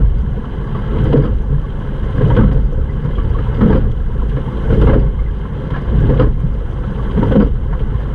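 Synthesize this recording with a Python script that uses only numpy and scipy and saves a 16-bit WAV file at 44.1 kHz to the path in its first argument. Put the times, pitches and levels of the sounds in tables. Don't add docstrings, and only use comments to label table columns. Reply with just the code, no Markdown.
import sys
import numpy as np
from scipy import signal
from scipy.io import wavfile
from scipy.ndimage import uniform_filter1d, minimum_filter1d

SR = 44100
rng = np.random.default_rng(int(sys.argv[2]) if len(sys.argv) > 2 else 0)


def natural_amplitude(level_db):
    exponent = np.asarray(level_db, float) / 20
    return 10 ** exponent


def to_wav(s):
    ch = np.atleast_2d(s).T
    pcm = np.round(np.clip(ch, -1, 1) * 32767)
    wavfile.write(sys.argv[1], SR, pcm.astype(np.int16))


N = 358974

# f/Hz, width/Hz, relative level/dB
BODY_MODES = [(67, 15, -3.5), (108.4, 23.6, 1), (140.5, 18.1, 2), (206.9, 26.7, -5)]
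# f/Hz, width/Hz, relative level/dB
CHAMBER_MODES = [(252, 56, -5.5), (323.3, 25, -10.5), (400, 51, -10.5), (439.6, 75, -7.5),
                 (510.5, 45.5, -8.5), (558, 68, -21.5)]
# f/Hz, width/Hz, relative level/dB
PANEL_MODES = [(710, 160, -9), (885, 110, -5), (1035, 118, -4), (1130, 63, -4.5), (1325, 81, -6),
               (1501, 84, -7), (1647, 163, -8.5), (2010, 150, -17), (2144, 60, -14.5), (2410, 430, -23.5),
               (2926, 200, -15.5), (3160, 190, -14.5), (3650, 840, -26.5), (4040, 46, -25)]
# f/Hz, width/Hz, relative level/dB
HOUSING_MODES = [(4270, 170, -9), (4764, 130, 4.5), (5600, 570, -14), (6400, 290, -5.5), (8650, 270, -7.5)]
# f/Hz, width/Hz, relative level/dB
AIR_PATH_MODES = [(5900, 900, 2.5), (8050, 2500, -5), (9940, 1700, -2.5), (12200, 2000, -13)]


def rms_one(x):
    return x / np.sqrt(np.mean(x ** 2) + 1e-20)


def drift(rate_hz):
    hop = 40
    r = np.exp(-2 * np.pi * rate_hz * hop / SR)
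    noise = rng.standard_normal(N // hop + 2002)
    slow = signal.lfilter([1], [1, -2 * r, r * r], noise)[2000:]
    return np.interp(np.arange(N) / hop, np.arange(len(slow)), rms_one(slow))


def resonate(x, hz, width_hz):
    r, w = np.exp(-np.pi * width_hz / SR), 2 * np.pi * hz / SR
    top = (1 - r) * np.sqrt(1 - 2 * r * np.cos(2 * w) + r * r)
    return signal.lfilter([top], [1, -2 * r * np.cos(w), r * r], x + 1e-18)


def rush(modes, shared_db, own_db, rate_hz, grain_db):
    grain = natural_amplitude(grain_db * np.minimum(rng.exponential(1, N), 5))
    gusts = natural_amplitude(shared_db * drift(rate_hz))
    push = rng.standard_normal((2, N)) * grain * gusts
    flow = 0
    for k, (hz, width_hz, db) in enumerate(modes):
        sign = (-1) ** (k // 2)
        patches = natural_amplitude(db + own_db * drift(rate_hz))
        flow = flow + sign * patches * resonate(push[k % 2], hz, width_hz)
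    return rms_one(flow)


def struck(modes, times_s, strengths_db, burst_s, spread_db, click_db, rise_s):
    t = np.arange(int(0.2 * SR)) / SR
    shape = np.exp(-t / burst_s) * (1 - np.exp(-t / rise_s))
    luck_db = spread_db * rng.standard_normal((len(times_s), len(modes)))
    push = shape * rng.standard_normal((len(times_s), len(t)))
    push[:, 0] = natural_amplitude(click_db)
    push_energy = np.sum(shape ** 2) + natural_amplitude(click_db) ** 2
    blows = 0
    for k, (hz, width_hz, db) in enumerate(modes):
        ring = resonate(push, hz, width_hz)
        impulse_ring = resonate(signal.unit_impulse(len(t)), hz, width_hz)
        usual_energy = push_energy * np.sum(impulse_ring ** 2)
        even_out = np.sqrt(usual_energy / np.sum(ring ** 2, axis=1))
        size = natural_amplitude(strengths_db(hz) + db + luck_db[:, k]) * even_out
        blows = blows + (-1) ** k * size[:, None] * ring
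    out = np.zeros(N + len(t))
    starts = np.round(np.array(times_s) * SR).astype(int)
    np.add.at(out, starts[:, None] + np.arange(len(t)), blows)
    return out[:N]


def soften(x, cut_hz):
    return signal.sosfilt(signal.butter(2, cut_hz, fs=SR, output="sos"), x)


def stroke():
    # surge start/s, seats stop/s, surge end/s, surge/dB, fastest wheels/dB
    stroke_ends = [(-0.3, -0.104, 0.0087, 15, -66), (0.958, 1.12, 1.32, 7, -67.5),
                   (2.212, 2.379, 2.59, 9.5, -65.5), (3.59, 3.706, 3.85, 7.5, -67.5),
                   (4.699, 4.883, 5.06, 11, -63), (5.96, 6.164, 6.28, 7.5, -68.5),
                   (7.204, 7.364, 7.44, 8, -63.5), (8.45, 8.6, 8.7, 10, -65.5)]
    surge_rise_s, surge_fall_s, eases_after_s = 0.08, 0.057, 0.035
    rest_db, brake_db, wheels_stop_s = -72, 1.5, 0.008
    t = np.arange(N) / SR
    start, stop, end, peak_db, fastest_db = np.transpose(stroke_ends)
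    surge_db = 0
    for a, b, db in zip(start, end, peak_db):
        surge_db = surge_db + db * np.interp(t, [a - surge_rise_s, a, b, b + surge_fall_s], [0, 1, 1, 0])
    low_s = end + surge_fall_s
    full_s = np.r_[start[1:], 99]
    ease_s = np.r_[stop[1:] + eases_after_s, 100]
    way = np.interp(t, np.ravel([low_s, full_s, ease_s], "F"), np.tile([0, 1, 1], len(end)))
    coming = np.searchsorted(stop, t)
    run = (t - stop[coming - 1]) / (stop[coming] - stop[coming - 1])
    wheels_db = rest_db + (fastest_db[coming] - rest_db) * run + brake_db * run ** 9.0
    return surge_db, way, uniform_filter1d(wheels_db, size=int(wheels_stop_s * SR))


def flexing():
    # f/Hz, width/Hz, relative level/dB
    bending_modes = [(27.6, 6.7, -2.5), (50.7, 10.7, -0.5)]
    # t/s, level/dB
    flex_levels = [(0.0, -7.5), (0.45, -23), (0.88, -18.5), (1.38, -9.5), (1.43, -16), (1.49, -14.5),
                   (1.84, -20.5), (2.63, -11.5), (2.72, -16.5), (2.79, -12.5), (3.04, -21.5), (3.11, -12.5),
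                   (3.58, -17.5), (3.63, -12), (4.4, -17), (4.44, -23.5), (4.85, -8.5), (5.71, -24),
                   (5.98, -10), (6.91, -21), (7.64, -13), (8.14, -20.5)]
    x = rush(bending_modes, shared_db=3.5, own_db=0.5, rate_hz=3.5, grain_db=-0.9)
    swing = np.sqrt(uniform_filter1d(x ** 2, size=2600) + 0.02)
    s, db = np.transpose(flex_levels)
    return natural_amplitude(np.interp(np.arange(N) / SR, s, db)) * rms_one(x / swing ** 0.7)


def water_gain(surge_db, way, low_db, build_db, surge_share):
    return natural_amplitude(low_db + build_db * way + surge_share * surge_db)


def deep_water(surge_db, way):
    flow = rush(BODY_MODES, shared_db=0.36, own_db=2.0, rate_hz=10.0, grain_db=1.6)
    return water_gain(surge_db, way, low_db=-25, build_db=3.68, surge_share=0.78) * flow


def hollow_water(surge_db, way):
    flow = rush(CHAMBER_MODES, shared_db=1.5, own_db=1.5, rate_hz=32.0, grain_db=0.0)
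    return water_gain(surge_db, way, low_db=-35, build_db=6.7, surge_share=0.64) * flow


def gurgles(per_s):
    happens = rng.random(N) < per_s / SR
    sizes = natural_amplitude(1.9 * np.minimum(rng.exponential(1, N), 3)) * happens
    lower = PANEL_MODES[:9]
    dealt = rng.integers(0, len(lower), N)
    out = 0
    for k, (hz, width_hz, db) in enumerate(lower):
        swell = resonate(sizes * (dealt == k), hz, width_hz)
        out = out + natural_amplitude(db) * resonate(swell, hz, width_hz)
    return rms_one(out)


def ripples(surge_db, way):
    lower = rush(PANEL_MODES[:9], shared_db=0.5, own_db=1.0, rate_hz=22.0, grain_db=2.0)
    upper = rush(PANEL_MODES[9:], shared_db=1.7, own_db=1.3, rate_hz=37.0, grain_db=1.5)
    skin = natural_amplitude(-1.5) * lower + natural_amplitude(-5.0) * gurgles(per_s=190.0) + natural_amplitude(-12.5) * upper
    buzz = natural_amplitude(-32.0) * rush(HOUSING_MODES, shared_db=4.0, own_db=0.8, rate_hz=34.0, grain_db=3.0)
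    return water_gain(surge_db, way, low_db=-43.5, build_db=8.12, surge_share=0.13) * (skin + buzz)


def seat_wheels(wheels_db):
    return natural_amplitude(wheels_db) * rush(AIR_PATH_MODES, shared_db=0.0, own_db=1.5, rate_hz=30.0, grain_db=1.0)


def spray():
    # t/s, relative level/dB, tilt/(dB per octave)
    spray_ticks = [(0.2129, -54, -5), (0.3027, -57, -1), (1.037, -42.5, 0), (1.1702, -58, -7),
                   (1.3478, -53, -3), (1.4187, -52, 0.5), (2.3027, -51, 3), (2.3324, -53, -0.5),
                   (2.4044, -58, -2.5), (2.5294, -49.5, -4), (2.7267, -49, -2.5), (3.0465, -51, -4),
                   (3.5754, -58, 0), (3.915, -50, -5), (4.8164, -54, -6), (5.7014, -54, -4),
                   (6.0023, -48, -3), (6.3974, -47.5, 0.5), (7.2888, -48, -5), (7.3154, -55, 0),
                   (7.358, -49, -4), (7.466, -54, -3)]
    s, level_db, tilt_db = np.transpose(spray_ticks)
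    return struck(AIR_PATH_MODES, s, lambda hz: level_db + 3.5 + tilt_db * np.log2(hz / 7500),
                  burst_s=0.0085, spread_db=2.0, click_db=-4.5, rise_s=0.0019)


def plops():
    # t/s, peak/dB, f/Hz
    single_plops = [(0.343, -36, 710), (0.442, -29, 1130), (0.67, -32, 1060), (0.746, -26, 1130),
                    (0.782, -29, 1025), (0.896, -29, 1326), (1.125, -22, 960), (1.251, -31, 1290),
                    (1.431, -33, 850), (1.635, -31.5, 1105), (1.808, -30, 990), (2.092, -33, 775),
                    (2.302, -16, 940), (2.364, -21, 1480), (2.411, -24, 1320), (2.44, -29, 1310),
                    (2.893, -36, 2010), (3.04, -44, 2110), (3.11, -39, 2060), (3.152, -34.5, 3225),
                    (3.182, -24, 1130), (3.344, -24, 1100), (3.386, -36, 1120), (3.463, -26.5, 1003),
                    (3.524, -33, 824), (3.609, -22, 883), (3.701, -21, 930), (3.726, -24, 1590),
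                    (3.76, -24, 1360), (4.1, -31.5, 996), (4.188, -32, 1340), (4.215, -28.5, 1006),
                    (4.472, -26, 895), (4.815, -26.5, 1340), (4.87, -24, 955), (4.89, -29, 2070),
                    (4.935, -27, 1480), (5.062, -33.5, 1080), (5.184, -34, 1140), (5.19, -37, 2100),
                    (5.26, -37, 2010), (5.451, -30, 1035), (5.702, -30, 980), (5.742, -26, 1680),
                    (5.885, -41, 1060), (6.065, -29, 890), (6.091, -26, 880), (6.198, -17.5, 1300),
                    (6.837, -42, 1060), (6.9, -31, 900), (6.994, -26, 1086), (7.098, -28, 1100),
                    (7.171, -25, 910), (7.224, -16.5, 930), (7.318, -26, 1130), (7.402, -24.5, 1310),
                    (7.724, -40, 890)]
    width_hz, stir_s = 100, 0.0087
    out, length = np.zeros(N), SR // 10
    fade = np.exp(-np.arange(length) / (stir_s * SR))
    for s, peak_db, hz in single_plops:
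        stir = signal.unit_impulse(length) + natural_amplitude(-17.0) * fade * rng.standard_normal(length)
        tone = resonate(resonate(stir, hz, width_hz), hz, width_hz)
        start = int(s * SR)
        out[start:start + length] += natural_amplitude(peak_db) * tone / np.abs(tone).max()
    return out


def wavelets(count):
    mean_db, spread_db = (-39, -31.5, -21), 4.5
    luck = rng.random((count, 2))
    strengths_db = np.array(mean_db) + spread_db * rng.standard_normal((count, 3))
    return np.c_[luck[:, 0] * (N - 2) / SR, strengths_db, 90 * 2 ** (0.8 * luck[:, 1])]


def knocks():
    # t/s, relative levels of crack/dB, knock/dB, thud/dB, thud f/Hz
    oar_knocks = [(0.442, -31, -46, -11, 90), (0.67, -36, -39, -24, 91.5), (0.745, -20, -28, -5.5, 130),
                  (0.964, -22.5, -17.5, -4, 113), (1.052, -18, -14, -8, 123), (1.125, -15.5, -9.5, -4, 93),
                  (1.136, -22, -1, -8.5, 198), (1.167, -20.5, -16, 8, 148), (1.184, -32, -7, -15, 151),
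                  (1.205, -29, -15.5, -16, 200), (1.238, -22, -11, -15, 225), (1.252, -26, -19.5, -15, 223),
                  (1.27, -32, -18.5, -19, 202), (1.5, -45, -20, -3, 138), (1.52, -44, -33, -3.5, 141),
                  (1.807, -29.5, -27, -12, 136), (2.175, -23, -17, -33, 122), (2.207, -23, -9.5, -8, 190),
                  (2.3, -14, -11.5, 2, 123), (2.364, -10, -3.5, 4, 215), (2.387, -15, -8, -18, 216),
                  (2.405, -21, -9.5, -21, 218), (2.43, -21, -15.5, 5.5, 208), (2.512, -24, -24, -20, 128),
                  (2.54, -31, -25, -10, 130), (2.722, -39, -20, -16, 110), (2.775, -39, -18.5, -6.5, 108),
                  (3.049, -23, -25, -5, 142), (3.088, -27, -18, -16, 144), (3.183, -25, -23, -12, 112),
                  (3.386, -20.5, -19.5, -23, 113.5), (3.609, -14, -9, 6.5, 209),
                  (3.632, -22, -12.5, 1, 210), (3.655, -22, -17, 3, 210), (3.697, -18.5, -4.5, -10, 213),
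                  (3.725, -14.5, -13.5, -15, 200), (3.749, -21, -5.5, 5.5, 187),
                  (3.772, -24, -14.5, -4, 200), (3.86, -43, -30, 1, 114.5), (4.365, -20.5, -13.5, -11, 139),
                  (4.471, -34, -32, -5.5, 199), (4.702, -19.5, -12.5, -12.5, 143),
                  (4.722, -21, -7, -29, 91.5), (4.815, -13, -5, -15, 136), (4.868, -11, -6.5, -4, 109),
                  (4.892, -11, -4, -16, 109), (4.931, -16, -8.5, -13, 121), (4.955, -28, -8, -17, 180),
                  (5.45, -27.5, -39, -32, 101), (5.703, -22.5, -23, -38, 118), (5.735, -19, -34, -29, 128),
                  (5.76, -15.5, -31, -28, 128), (6.019, -40, -32, -7, 190), (6.091, -20, -10, -13, 140),
                  (6.108, -27, -9.5, -15, 200), (6.194, -10, -5.5, -3, 109), (6.217, -16.5, -7, -15, 200),
                  (6.238, -25, -14, -11, 180), (6.262, -27.5, -17, -5.5, 139), (6.435, -40, -29, 0, 132.6),
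                  (6.835, -24.5, -22, -30, 146), (7.17, -22, -13.5, 9, 190.6), (7.224, -16, -6, -17, 156),
                  (7.311, -18, -6, -5.5, 107.5), (7.354, -13, 0.5, 10.5, 201),
                  (7.399, -15.5, -7.5, -15, 97), (7.42, -20, -10, -18, 200), (7.46, -30, -15.5, -9.5, 200),
                  (7.726, -20.5, -39, -9, 152), (7.94, -29, -33, -3.5, 113), (8.0, -25, -37, -16, 112)]
    s, crack_db, knock_db, thud_db, thud_hz = np.transpose(np.r_[oar_knocks, wavelets(count=20)])
    crack_hz = 1060 * 2 ** (0.2 * rng.standard_normal(len(s)))
    crack = struck(PANEL_MODES, s, lambda hz: crack_db + 14.0 - 3.2 * np.abs(np.log2(hz / crack_hz)),
                   burst_s=0.017, spread_db=2.5, click_db=14.5, rise_s=0.0013)
    shake = struck(HOUSING_MODES, s, lambda hz: crack_db - 42.0,
                   burst_s=0.018, spread_db=2.0, click_db=1.0, rise_s=0.003)
    knock = struck(CHAMBER_MODES, s, lambda hz: knock_db + 28.5 + 4.8 * np.log2(hz / 450),
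                   burst_s=0.014, spread_db=2.5, click_db=20.5, rise_s=0.003)
    thud = struck(BODY_MODES, s, lambda hz: thud_db + 26.0 - 35.7 * np.abs(np.log2(hz / thud_hz)),
                  burst_s=0.02, spread_db=1.9, click_db=18.5, rise_s=0.012)
    return soften(crack, cut_hz=3200) + shake + soften(knock + thud, cut_hz=900)


def clicks():
    # t/s, relative level/dB
    lock_clicks = [(0.7058, -40), (0.7607, -36), (0.9827, -29.5), (1.0544, -31.5), (1.1282, -24),
                   (1.1697, -33), (1.2376, -36), (1.2544, -33.5), (1.3039, -46), (1.8797, -42),
                   (2.3491, -28), (2.364, -22.5), (2.5137, -30), (3.0574, -37), (3.1562, -35),
                   (3.5439, -29), (3.6116, -32), (3.7269, -35), (3.7527, -30), (3.9125, -35.5),
                   (4.2931, -31), (4.7292, -26.5), (4.813, -23.5), (4.9365, -28.5), (4.9944, -36),
                   (5.4096, -36), (5.704, -29), (5.7463, -33), (6.067, -35.5), (6.094, -31), (6.1719, -30),
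                   (6.1948, -24), (6.2194, -34.5), (6.322, -41), (7.1097, -29.5), (7.2285, -33),
                   (7.3168, -25), (7.356, -24), (7.3971, -26), (7.792, -30.5)]
    s, level_db = np.transpose(lock_clicks)
    panels = struck(PANEL_MODES[7:13], s, lambda hz: level_db + 24.5,
                    burst_s=0.008, spread_db=1.5, click_db=7.5, rise_s=0.0014)
    housing = struck(HOUSING_MODES, s, lambda hz: level_db - 20.0,
                     burst_s=0.015, spread_db=1.5, click_db=1.0, rise_s=0.0013)
    return panels + housing


def rattles():
    # t/s, relative level/dB
    mount_rattles = [(1.052, -47.5), (1.168, -49), (1.241, -45), (1.256, -50.5), (2.525, -45),
                     (3.703, -45.5), (3.727, -49.5), (3.753, -46), (3.77, -47), (4.818, -46),
                     (4.935, -50.5), (4.993, -45.5), (6.195, -43.5), (6.221, -44.5), (7.399, -45.5),
                     (7.418, -45), (7.445, -47)]
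    s, level_db = np.transpose(mount_rattles)
    return struck(HOUSING_MODES[:2], s, lambda hz: level_db + 12.0,
                  burst_s=0.0069, spread_db=2.0, click_db=4.5, rise_s=0.0018)


def scene():
    surge_db, way, wheels_db = stroke()
    water = deep_water(surge_db, way) + hollow_water(surge_db, way) + ripples(surge_db, way)
    steady = flexing() + water + seat_wheels(wheels_db)
    events = spray() + plops() + knocks() + clicks() + rattles()
    return (steady + events)[None]


def top_cut(x):
    return signal.sosfilt(signal.butter(12, 15000, fs=SR, output="sos"), x)


def record(dry):
    ceiling = 0.95
    x = signal.sosfilt(signal.butter(2, 18, "high", fs=SR, output="sos"), dry)
    room_left = np.minimum(1, ceiling / (np.abs(x) + 1e-9))
    gain = uniform_filter1d(minimum_filter1d(room_left, size=441), size=441)
    return top_cut(x * gain)


dry = scene()
out = record(dry)
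to_wav(out)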